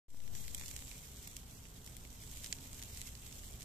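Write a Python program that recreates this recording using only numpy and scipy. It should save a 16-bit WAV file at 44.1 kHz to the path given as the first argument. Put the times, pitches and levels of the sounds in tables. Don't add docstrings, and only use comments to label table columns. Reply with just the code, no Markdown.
import sys
import numpy as np
from scipy import signal
from scipy.fft import rfft, irfft, next_fast_len
from scipy.io import wavfile
from scipy.ndimage import uniform_filter1d, minimum_filter1d, map_coordinates

SR = 44100
rng = np.random.default_rng(int(sys.argv[2]) if len(sys.argv) > 2 else 0)


def how_loud(loudness_db):
    steps = np.asarray(loudness_db, float) / 20
    return 10 ** steps


def pcm_store(signal):
    levels = np.round(np.clip(np.atleast_2d(signal), -1, 1) * 32767)
    wavfile.write(sys.argv[1], SR, levels.astype(np.int16).T)


N = 160524

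# time in seconds, strength in dB.
FRYING = [(.1, -59), (.25, -62), (.325, -60.5), (.36, -56), (.52, -57), (.7, -55.5), (.93, -57),
          (.97, -58.5), (1.3, -59), (1.44, -61.5), (1.7, -61.5), (2.149, -60.5), (2.33, -57), (2.45, -56.5),
          (2.7, -58.5), (2.95, -57), (3.2, -59.5), (3.32, -57.5), (3.55, -59)]
# frequency in Hz, level in dB.
FIZZ_COLOUR = [(500, -39), (1400, -15.5), (2100, -5), (4000, 1.5), (8000, -1.5), (12000, -0.5),
               (16000, -0.5)]
# centre in Hz, width in Hz, height in dB.
SINGING_BAND = [(7260, 1700, 21.5)]
# time in seconds, peak in dB, left over right in dB,
# treble above the air corner in dB, low body in dB.
BIG_POPS = [(0.3508, -32.5, 2, -1.5, 9), (0.441, -39, 0, -3, 1), (0.4799, -35.5, -1.5, -9, 3),
            (0.5468, -21.5, -3.5, 4.5, -5), (0.579, -30, 0, 6, 3), (0.6594, -33.5, -6, -3, -3),
            (0.6811, -31.5, -8, 1, -3), (0.6873, -34.5, -5, 3, -3), (0.7095, -42, -3, -4, 0),
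            (0.7123, -30, -5, 0, 7), (0.7633, -28, -5.5, -1.5, 8), (0.7654, -34, 0, -2, 2),
            (1.2737, -29, 2, 6, 14.5), (1.2755, -32, -7, 8, 8), (1.366, -26.5, -1, 1.5, 1),
            (1.8626, -32.5, 1, 4, 0), (1.9666, -33, 12, 10, -5), (2.436, -34, 2, 3, 0),
            (2.4436, -28, -5, -4, 2), (2.4612, -29.5, 2, -4.5, 2), (2.526, -22, -2, -15, 0.5),
            (2.7934, -35, 7, 2, 0), (2.825, -30, 2, -3.5, 3), (2.8351, -32, -4, 0, -2),
            (2.973, -31.5, -4, -0.5, -2), (3.015, -26.5, -2.5, 0, -5), (3.072, -35.5, -10, 3, -3),
            (3.152, -36.5, -7, -1.5, -6), (3.6076, -35, -1, -1, 0)]
# time in seconds, peak in dB, brightness in dB per octave.
SMALL_POPS_EARLY = [(.1035, -33.5, 1), (.203, -39, -3.5), (.278, -40, -5), (.338, -48, -16), (.416, -38, 7),
                    (.526, -51, -8), (.584, -37, -4), (.597, -32, -1), (.612, -33.5, -5.5), (.622, -39, -5),
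                    (.646, -42, -6), (.670, -42, 0), (.730, -49, 4), (.823, -41, -9), (.872, -39, -1.5),
                    (.915, -38, -4.5), (.980, -37, 4), (1.170, -44, -1), (1.228, -37.5, 2), (1.246, -43, 4),
                    (1.414, -46, 6), (1.432, -51, -2), (1.654, -43, -7), (1.659, -47, -1),
                    (1.845, -39, 1.5), (1.875, -38, -3)]
# time in seconds, peak in dB, brightness in dB per octave.
SMALL_POPS_LATE = [(2.051, -40, -6), (2.237, -40.5, -1), (2.372, -36.5, 0), (2.391, -42, 6),
                   (2.453, -40, 3), (2.470, -37, -1), (2.533, -48, 0), (2.586, -41, -2),
                   (2.659, -43.5, -7.5), (2.731, -37, -1), (2.745, -36.5, 3), (2.818, -36, -2),
                   (2.900, -44, -4), (2.962, -44, -4), (3.009, -38, -1), (3.025, -39, -2),
                   (3.089, -40, -1.5), (3.265, -39.5, -1.5), (3.313, -42.5, -3), (3.326, -36, 0),
                   (3.393, -39, 0), (3.435, -45, -7.5), (3.488, -44, 0), (3.621, -35.5, -2),
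                   (3.629, -34.5, 2)]
# time in seconds, peak in dB, brightness in dB per
MORE_SMALL_POPS = [(.3557, -41, 1), (.3784, -42, 0), (.408, -39, 1), (.449, -44, 0), (.490, -45, 3), (.51, -40, 2),
                   (.5687, -42, 0), (.6362, -38, -7), (.7388, -40, -2), (.777, -45, -4), (.791, -40, -4),
                   (.8344, -44, -3), (.8464, -48, 6), (.8806, -40, -3), (.924, -44, -3), (.941, -46, -2)]
# frequency in Hz, level in dB.
POP_COLOUR = [(200, -18.5), (800, -13), (1400, -11), (2000, -3), (4000, 1), (8000, -0.5), (10500, -2.5),
              (14200, -5)]
# centre in Hz, width in Hz, height in dB.
LARGEST_CAVITY = [(600, 900, 6), (1400, 500, -6), (3150, 840, 5), (4860, 1800, -2), (7000, 460, -8),
                  (7600, 920, 6.5)]
# frequency in Hz, level in dB.
POP_EDGE = [(14100, 0.5), (15200, -36), (16000, -75)]
# centre in Hz, width in Hz, height in dB.
LEFT_PORT = [(2160, 1300, 5.5), (3180, 470, 4.5), (5520, 5400, 1), (6870, 1520, 5.5), (8370, 1300, 10.5),
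             (13100, 3600, 4.5)]
# centre in Hz, width in Hz, height in dB.
RIGHT_PORT = [(2980, 1700, 4.4), (4300, 310, 0.53), (6160, 2480, 7.3), (7930, 810, 7.95),
              (12900, 5400, 3.6)]
# frequency in Hz, level in dB per Hz.
RUMBLE_COLOUR = [(8.8, -68), (15, 2), (35, -4), (59, -1.5), (214, -13), (255, -15.5), (303, -21),
                 (412, -21.5), (551, -24.5), (1500, -28.5), (1950, -35), (3300, -120)]
# centre in Hz, width in Hz, height in dB.
DRONES = [(54, 20, 3.5), (115, 19, 3.5), (249, 9.3, 2.5), (265.7, 13, 5.5), (432, 68, 2)]
# frequency in Hz, likeness from -1 to 1.
ALIKE = [(60, 0.93), (130, 1), (290, 0.75), (640, 0.6), (1410, -0.34), (3100, 1), (6820, -0.01),
         (15000, 0.0)]
# centre in Hz, width in Hz, extra chance (a factor).
HOLE_BANDS = [(3500, 2500, 4), (10000, 2000, 3)]
# height at full scale 1, time constant in seconds.
OFFSET = [
    (0.09, 0.15),
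    (0.059, 0.07),
]
# time in seconds, jump at full scale 1.
JOLTS = [
    (0.085, 0.0014),
    (.145, -0.0057),
    (.205, -0.0033),
]


def fizz():
    own = rng.standard_normal((2, N))
    bubbles = crackle()
    hiss = how_loud(-2) * fizz_tone(steam(own))
    clicks = how_loud(-3.5) * fizz_tone(bubbles)
    both = how_loud(strength_db() - 0.7) * (hiss + clicks) + singing(bubbles, own)
    top_hz = 14300
    below_top = np.fft.rfftfreq(N, 1 / SR) < top_hz
    return irfft(rfft(coloured(both, ports_db)) * below_top, N)


def steam(own):
    shared_hz = 2270
    shared = coloured(rng.standard_normal(N), lambda hz: -10 * np.log10(1 + (hz / shared_hz) ** 4))
    hiss = patchy(own + 1.44 * shared, depth_db=3)
    return hiss * how_loud(0.32 * wobble(12) + 1.86 * wobble(40))


def crackle():
    per_s, size_spread_db, clump_db, spots = 900, 3.3, 3, 16
    chance, size, sign, place = rng.random((4, N))
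    clumps = how_loud(clump_db * (0.46 * wobble(12) + wobble(30)))
    bursting = chance < per_s / SR * clumps
    sizes = bursting * how_loud(-size_spread_db * np.log(1 - .98 * size)) * np.sign(sign - .3)
    spot = (place * spots).astype(int)
    out = np.zeros((2, N))
    for k in range(spots):
        here = (sizes * (spot == k))[None]
        out += signal.oaconvolve(here, burst(t60=.006, scatter_db=-2.5, count=300), axes=1)[:, :N]
    return out


def singing(bubbles, own):
    from_db, level_db, grows = -56, -9.5, 1.06
    source = bubbles[::-1, ::-1] / 3 + 0.064 * own
    tiny = unit(coloured(source, lambda hz: bells(SINGING_BAND, hz)))
    return how_loud(from_db + level_db + (1 + grows) * (strength_db() - from_db)) * tiny


def fizz_tone(x):
    return unit(coloured(x, lambda hz: along(FIZZ_COLOUR, hz)))


def strength_db():
    s, db = np.transpose(FRYING)
    return np.interp(np.arange(N) / SR, s, db)


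def pops():
    small = list(SMALL_POPS_EARLY) + list(SMALL_POPS_LATE) + list(MORE_SMALL_POPS)
    small = [(s, db, -3, 0, 0, tilt) for s, db, tilt in small]
    big = [(s + 0.00054, *rest, 0) for s, *rest in BIG_POPS]
    s, db, pan_db, air_db, body_db, tilt_db = np.transpose(big + small)

    t = np.arange(1400) / SR
    spray_db, spray_t60_s = -23, 0.027
    spray = how_loud(spray_db - 60 * t / spray_t60_s) * rng.standard_normal((len(s), 2, len(t))) * (t > .001)
    clicks = np.array([burst(t60=.009, scatter_db=-12, count=len(t)) for _ in s])
    grate_echo_s, grate_echo = .00042, .7
    clicks[:, 1, round(grate_echo_s * SR)] = grate_echo

    def column(values):
        return values[:, None, None]

    def pop_db(hz):
        body_hz, air_hz = 1700, 9000
        tilt = column(tilt_db) * np.log2((hz + 300) / 5000)
        body = column(body_db) / (1 + (hz / body_hz) ** 4)
        air = column(air_db) / (1 + (air_hz / (hz + 1)) ** 8)
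        cavity = column(db == db.max()) * bells(LARGEST_CAVITY, hz)
        return along(POP_COLOUR, hz) + tilt + body + air + cavity + ports_db(hz)

    shaped = coloured(clicks + spray, pop_db)
    out = np.zeros((2, N + 4096))
    for start, level_db, lean_db, pop in zip(s, db, pan_db, shaped):
        gain = how_loud(level_db - 1 + lean(lean_db + 0.5))
        peak = np.abs(pop.mean(axis=0)).max()
        out[:, round(start * SR):][:, :len(t)] += gain * pop / peak
    edge = how_loud(along(POP_EDGE, np.fft.rfftfreq(N, 1 / SR)))
    return irfft(rfft(out[:, :N]) * edge, N)


def burst(t60, scatter_db, count):
    t = np.arange(count) / SR
    shape = how_loud(scatter_db - 60 * t / t60) * rng.standard_normal((2, count)) * (t > .00025)
    left_direct, left_lag_s = .6, .00055
    shape[:, 0] = left_direct, 1
    shape[0, round(left_lag_s * SR)] = 1
    return shape


def ports_db(hz):
    return np.array([bells(LEFT_PORT, hz), bells(RIGHT_PORT, hz) + 2])


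def traffic():
    level_db, lean_db = -53, -0.7
    hz = np.fft.rfftfreq(N, 1 / SR)
    turn = np.arccos(np.clip(along(ALIKE, hz), -1, 1)) / 2
    gain = how_loud(along(RUMBLE_COLOUR, hz) + bells(DRONES, hz)) * [np.cos(turn), np.sin(turn)]
    mid, side = irfft(rfft(rng.standard_normal((2, N))) * gain, N)
    rumble = unit(np.array([mid + side, mid - side]))
    return how_loud(level_db + 0.53 * wobble(2.5)) * rumble * how_loud(lean(lean_db))


def unit(x):
    return x / np.sqrt(np.mean(x ** 2) + 1e-20)


def lean(db):
    return np.array([[.5], [-.5]]) * db


def along(points, hz):
    f, v = np.transpose(points)
    return np.interp(np.log(hz + 1), np.log(f + 1), v)


def bells(peaks, hz):
    return sum(height * np.exp(-(2 * (hz - c) / w) ** 2) for c, w, height in peaks)


def wobble(rate):
    knots = rng.standard_normal(int(N * rate / SR) + 4)
    return map_coordinates(knots, [np.arange(N) * rate / SR])


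def coloured(x, gain_db):
    m = next_fast_len(x.shape[-1] + 2048)
    floored_db = np.maximum(gain_db(np.fft.rfftfreq(m, 1 / SR)), -80)
    cep = irfft(np.log(how_loud(floored_db)), m)
    cep[..., 1:m // 2] *= 2
    cep[..., m // 2 + 1:] = 0
    return irfft(rfft(x, m) * np.exp(rfft(cep)), m)[..., :x.shape[-1]]


def patchy(x, depth_db):
    z = signal.stft(x, nperseg=512)[2]
    field = uniform_filter1d(rng.standard_normal(z.shape), size=3, axis=1)
    field = uniform_filter1d(field, size=6, axis=2)
    return signal.istft(z * how_loud(depth_db * unit(field)), nperseg=512)[1][:, :N]


def scene():
    return fizz() + pops() + traffic()


def band_dropouts(x):
    chance, depth_db = .0003, -35
    hz, _, z = signal.stft(x, SR, nperseg=1024)
    likely = chance * (1 + bells(HOLE_BANDS, hz))[:, None]
    kept = 1.0 * ((rng.random(z.shape[1:]) > likely) | (hz[:, None] < 2200))
    kept = minimum_filter1d(minimum_filter1d(kept, size=7, axis=0), size=5, axis=1)
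    return signal.istft(z * how_loud(depth_db * (1 - kept)), nperseg=1024)[1][:, :N]


def settling_offset(t, on):
    offset = np.array([height * on / tau * np.exp(-on / tau) * np.minimum(tau / 0.31, 1)
                       for height, tau in OFFSET])
    jolts = sum(jump * (t >= s) * np.exp(-np.abs(t - s) / 0.02) for s, jump in JOLTS)
    jolts = jolts * np.array([[1], [.3]])
    return offset + uniform_filter1d(jolts, size=6)


def roll_off(x):
    return signal.sosfilt(signal.butter(12, 15610, fs=SR, output="sos"), x)


def record(dry):
    start_s, fade_s, fade_power, fade_from = 0.082, 0.26, 0.75, 0.044
    t = np.arange(N) / SR
    on = np.maximum(t - start_s, 0)
    rise = np.minimum(on / fade_s, 1) ** fade_power
    fade = (on > 0) * (fade_from + (1 - fade_from) * rise)
    mix = band_dropouts(dry) * fade + settling_offset(t, on)
    return roll_off(mix)


dry = scene()
out = record(dry)
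pcm_store(out)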